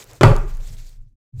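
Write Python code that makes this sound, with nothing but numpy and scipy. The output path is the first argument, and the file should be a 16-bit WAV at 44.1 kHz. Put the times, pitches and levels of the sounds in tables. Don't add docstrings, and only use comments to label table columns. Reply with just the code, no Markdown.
import sys
import numpy as np
from scipy import signal
from scipy.fft import rfft, irfft, next_fast_len
from scipy.io import wavfile
from scipy.ndimage import uniform_filter1d, map_coordinates

SR = 44100
rng = np.random.default_rng(int(sys.argv[2]) if len(sys.argv) > 2 else 0)


def generate_wav(sig):
    pcm = np.round(np.clip(np.atleast_2d(sig).T, -1, 1) * 32767).astype(np.int16)
    wavfile.write(sys.argv[1], SR, pcm)


def linear_from_db(decibels):
    return 10 ** (np.asarray(decibels, float) / 20)


N = 61739

# t/s, peak level/dB, slap decay t60/s, panel level/dB, share of panel ring time
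LANDINGS = [
    (0.2103, -9, .07, -1.5, .3),
    (0.2326, 4.5, 0.034, -13, 1),
]


def clock():
    return np.arange(N) / SR


def unit(x):
    return x / np.sqrt(np.mean(x ** 2) + 1e-20)


def level_curve(rows):
    return linear_from_db(np.interp(clock(), *np.transpose(rows)))


def along(points, hz):
    f, value = np.transpose(points)
    return np.interp(np.log(hz + 1), np.log(f + 1), value)


def noise(spectrum):
    length = next_fast_len(N + 8192)
    white = rfft(rng.standard_normal(length))
    colour = linear_from_db(along(spectrum, np.fft.rfftfreq(length, 1 / SR)))
    return unit(irfft(white * colour, length)[:N])


def wobble(rate):
    knots = rng.standard_normal(int(N * rate / SR) + 4)
    return map_coordinates(knots, [clock() * rate])


def patchy(x, depth_db):
    z = signal.stft(x, nperseg=256)[2]
    field = uniform_filter1d(rng.standard_normal(z.shape), size=7, axis=0)
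    field = uniform_filter1d(field, size=9, axis=1)
    return signal.istft(z * linear_from_db(depth_db * unit(field)), nperseg=256)[1][:N]


def decay(start_s, t60, rise_s):
    t = np.maximum(clock() - start_s, 0)
    return linear_from_db(-60 * t / t60) * (1 - np.exp(-t / rise_s))


def ring(modes, start_s, rise_s):
    total = np.zeros(N)
    for k, (hz, db, t60) in enumerate(modes):
        tone = np.sin(2 * np.pi * hz * (clock() - start_s))
        total += (-1) ** k * linear_from_db(db) * decay(start_s, t60, rise_s) * tone
    return total


def grains(s, db, hz, cycles):
    turns = hz[:, None] * np.arange(96) / SR
    fade = linear_from_db(db[:, None] - 26 * turns / cycles) * np.minimum(turns, 1) ** 2
    clicks = fade * np.sin(2 * np.pi * turns)
    at = (s * SR).astype(int)[:, None] + np.arange(96)
    return np.bincount(at.ravel(), clicks.ravel(), N + 96)[:N]


def wrap():
    # t/s, level/dB
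    handling_level = [(0, -44), (.05, -50.5), (.095, -55.5), (.135, -49.5), (.2, -59), (.3, -45),
                      (.44, -56.5), (.52, -54), (.62, -53.5), (.695, -48.5), (.735, -50.5), (.785, -52.5),
                      (.83, -54), (.91, -54), (.99, -72.5), (1.12, -84), (1.345, -84.5), (1.4, -57)]
    # f/Hz, level/dB
    film_colour = [(880, -37.5), (1500, -8.5), (2390, -3), (2800, -9), (3770, -2.5), (7610, -1.5),
                   (10000, -12), (15100, -10), (16000, -34.5)]
    # t/s, peak level/dB, f/Hz
    film_snaps = [(0.033, -42.5, 10590), (0.0414, -29, 11000), (0.075, -48.5, 5270), (0.1034, -40.5, 7000),
                  (0.1127, -35.5, 6800), (0.1333, -32, 9000), (0.154, -43, 10000), (0.354, -37.5, 10900),
                  (0.364, -21.5, 6670), (0.3831, -35, 9740), (0.446, -50, 10900), (0.463, -47, 9000),
                  (0.479, -47, 6630), (.494, -47, 8930), (.549, -39, 7110), (.571, -35.5, 9790),
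                  (0.579, -47.5, 5570), (.720, -42, 8100), (.748, -45, 10230), (0.769, -41.5, 4550),
                  (.780, -43, 6360), (0.786, -39.5, 6000), (.893, -40.5, 11000), (0.896, -50, 10000)]

    u = rng.random((900, 3))
    crackle_db = -4.5 * np.log(u[:, 1] + 0.024)
    crackle_hz = 3000 * 12.0 ** u[:, 2]
    crackles = grains(u[:, 0] * N / SR, crackle_db, crackle_hz, cycles=3.5)
    clumps = linear_from_db(2.9 * wobble(38) + 0.67 * wobble(170))
    rustle = unit(clumps * patchy(noise(film_colour), depth_db=2.0) + 0.35 * unit(crackles))

    s, db, hz = np.transpose(film_snaps)
    snaps = np.zeros(N)
    for k, ratio in enumerate([0.72, 0.9, 1.15, 1.45]):
        snaps += grains(s + 0.00034 * k, db + 6, np.minimum(hz * ratio, 15500), cycles=3.5)
    return level_curve(handling_level) * rustle + snaps


def fingers():
    # t/s, level/dB
    rub_level = [(0, -47.5), (.085, -55.5), (.132, -47.5), (.2, -61), (.5, -53), (.62, -54.5), (.71, -57.5),
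                 (.8, -61), (.9, -65), (1.1, -85.5), (1.34, -85.5), (1.4, -70)]
    # f/Hz, level/dB
    rub_colour = [(120, -39), (200, -13), (369, -9), (427, -3), (711, -9), (3000, -19.5), (3900, -39.5),
                  (6600, -120)]
    return level_curve(rub_level) * linear_from_db(1.6 * wobble(75)) * noise(rub_colour)


def table_murmur():
    # t/s, level/dB
    hands_level = [(0, -52.5), (.08, -49), (.17, -47), (.4, -33), (.6, -46.5), (.71, -36.5), (.9, -51.5),
                   (1, -50), (1.15, -46.5), (1.4, -45)]
    # f/Hz, level/dB
    rumble_colour = [(15, -23), (26, 3.5), (55, -8.5), (85, -3.5), (118, 2.5), (170, -16.5), (350, -29),
                     (1200, -92)]
    return level_curve(hands_level) * noise(rumble_colour)


def box():
    # f/Hz, level/dB
    slap_colour = [(90, -29.5), (170, -4), (500, 0.5), (1100, -1.5), (1800, -8), (4000, -21), (8000, -28),
                   (16000, -46)]
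    # f/Hz, level/dB, t60/s
    panel_modes = [(261.4, -10.5, 0.34), (368, -0.5, 0.62), (419.7, 1.5, 0.72), (547.5, -1, 0.41),
                   (627, -11.5, 0.1), (642, -10, .3), (943, -5.5, 0.55), (990, -8, 0.26), (1200, -7, 0.18),
                   (1319, -4, 0.39), (1425, -2.5, 0.24), (1690, -10, 0.31)]
    slap_db, crack_db, box_db = -3.5, 2, -4.5
    crack_t60_s = 0.0085
    damping = 0.55
    flutter_db = 8

    slaps, close = np.zeros(N), np.zeros(N)
    for s, db, t60, panels_db, share in LANDINGS:
        panels = np.zeros(N)
        for hz, mode_db, mode_t60 in panel_modes:
            tone = ring([(hz, mode_db, mode_t60 * damping * share)], s, rise_s=0.001)
            panels += rng.choice([-1, 1]) * linear_from_db(flutter_db * wobble(60)) * tone
        slaps += linear_from_db(db + slap_db) * decay(s, t60, rise_s=0.0005) * noise(slap_colour)
        close += linear_from_db(db + crack_db) * decay(s, crack_t60_s, rise_s=0.0002) * noise(slap_colour)
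        close += linear_from_db(db + box_db + panels_db) * panels
    return slaps, close


def room(x):
    # f/Hz, t60/s
    echo_t60 = [(200, .4), (600, 0.36), (1500, 0.46), (4000, 0.32), (12000, .26)]
    hz, t, z = signal.stft(rng.standard_normal(SR // 2 + SR // 4), SR, nperseg=256)
    fade = linear_from_db(-60 * t / along(echo_t60, hz)[:, None])
    tail = signal.istft(z * fade, SR, nperseg=256)[1]
    delayed = np.pad(x, (200, 0))
    return signal.fftconvolve(delayed, tail / np.linalg.norm(tail))[:N]


def table_boom():
    top_hz = [124.5, 105.7, 148.5]
    # level/dB, t60/s
    top_rings = [(-1, 0.28), (-2, 0.63), (-6, .79)]
    flat_s, rise_s, edge_db = 0.2328, 0.0054, -10
    settle_s, settle_takes_s, settle_db = 0.325, 0.005, -15.5

    top = [(hz, *rest) for hz, rest in zip(top_hz, top_rings)]
    smother = linear_from_db(edge_db - 60 * np.maximum(clock() - flat_s, 0) / 0.019)
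    edge_boom = smother * ring(top, LANDINGS[0][0], rise_s)
    flat_boom = ring(top, flat_s, rise_s)
    settle = linear_from_db(settle_db * np.clip((clock() - settle_s) / settle_takes_s, 0, 1))
    return (edge_boom + flat_boom) * settle


def stand_sway():
    sway_hz = [21.7, 25.95, 41]
    # level/dB, t60/s
    sway_rings = [(-15, 1.3), (-8, 1.55), (-16.5, 1.2)]
    modes = [(hz, *rest) for hz, rest in zip(sway_hz, sway_rings)]
    return ring(modes, start_s=0.238, rise_s=0.01)


def bumps():
    # t/s, f/Hz, time held/s
    push_events = [
        (.957, 24, .06),
        (1.331, 117, .044),
        (1.3776, 102, .05),
    ]
    push_db = [-24, -24, -16]
    rise, stop = 0.7, 0.15

    total = np.zeros(N)
    for db, (s, hz, held) in zip(push_db, push_events):
        stopped = linear_from_db(-9 * np.maximum(clock() - s - held, 0) / (stop * held))
        total -= ring([(hz, db, 1)], s, rise * held) * stopped
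    return total


def scene():
    slaps, close = box()
    landing = slaps + close + linear_from_db(-1.5) * room(slaps)
    table = table_boom() + stand_sway() + table_murmur() + bumps()
    return (landing + table + wrap() + fingers())[None]


def low_pass(x):
    return signal.sosfilt(signal.butter(12, 16620, fs=SR, output="sos"), x)


def record(dry):
    # t/s, gain/dB
    gate_gain = [(0, -1.5), (1.02, -1.5), (1.13, -10), (1.155, -21.5), (1.165, -81.5), (1.316, -80),
                 (1.328, -12), (1.34, 5.5), (1.4, 1.5)]
    clip_top, clip_hard = 0.96, 8
    x = dry * level_curve(gate_gain)
    x = x / (1 + np.abs(x / clip_top) ** clip_hard) ** (1 / clip_hard)
    return low_pass(x)


dry = scene()
out = record(dry)
generate_wav(out)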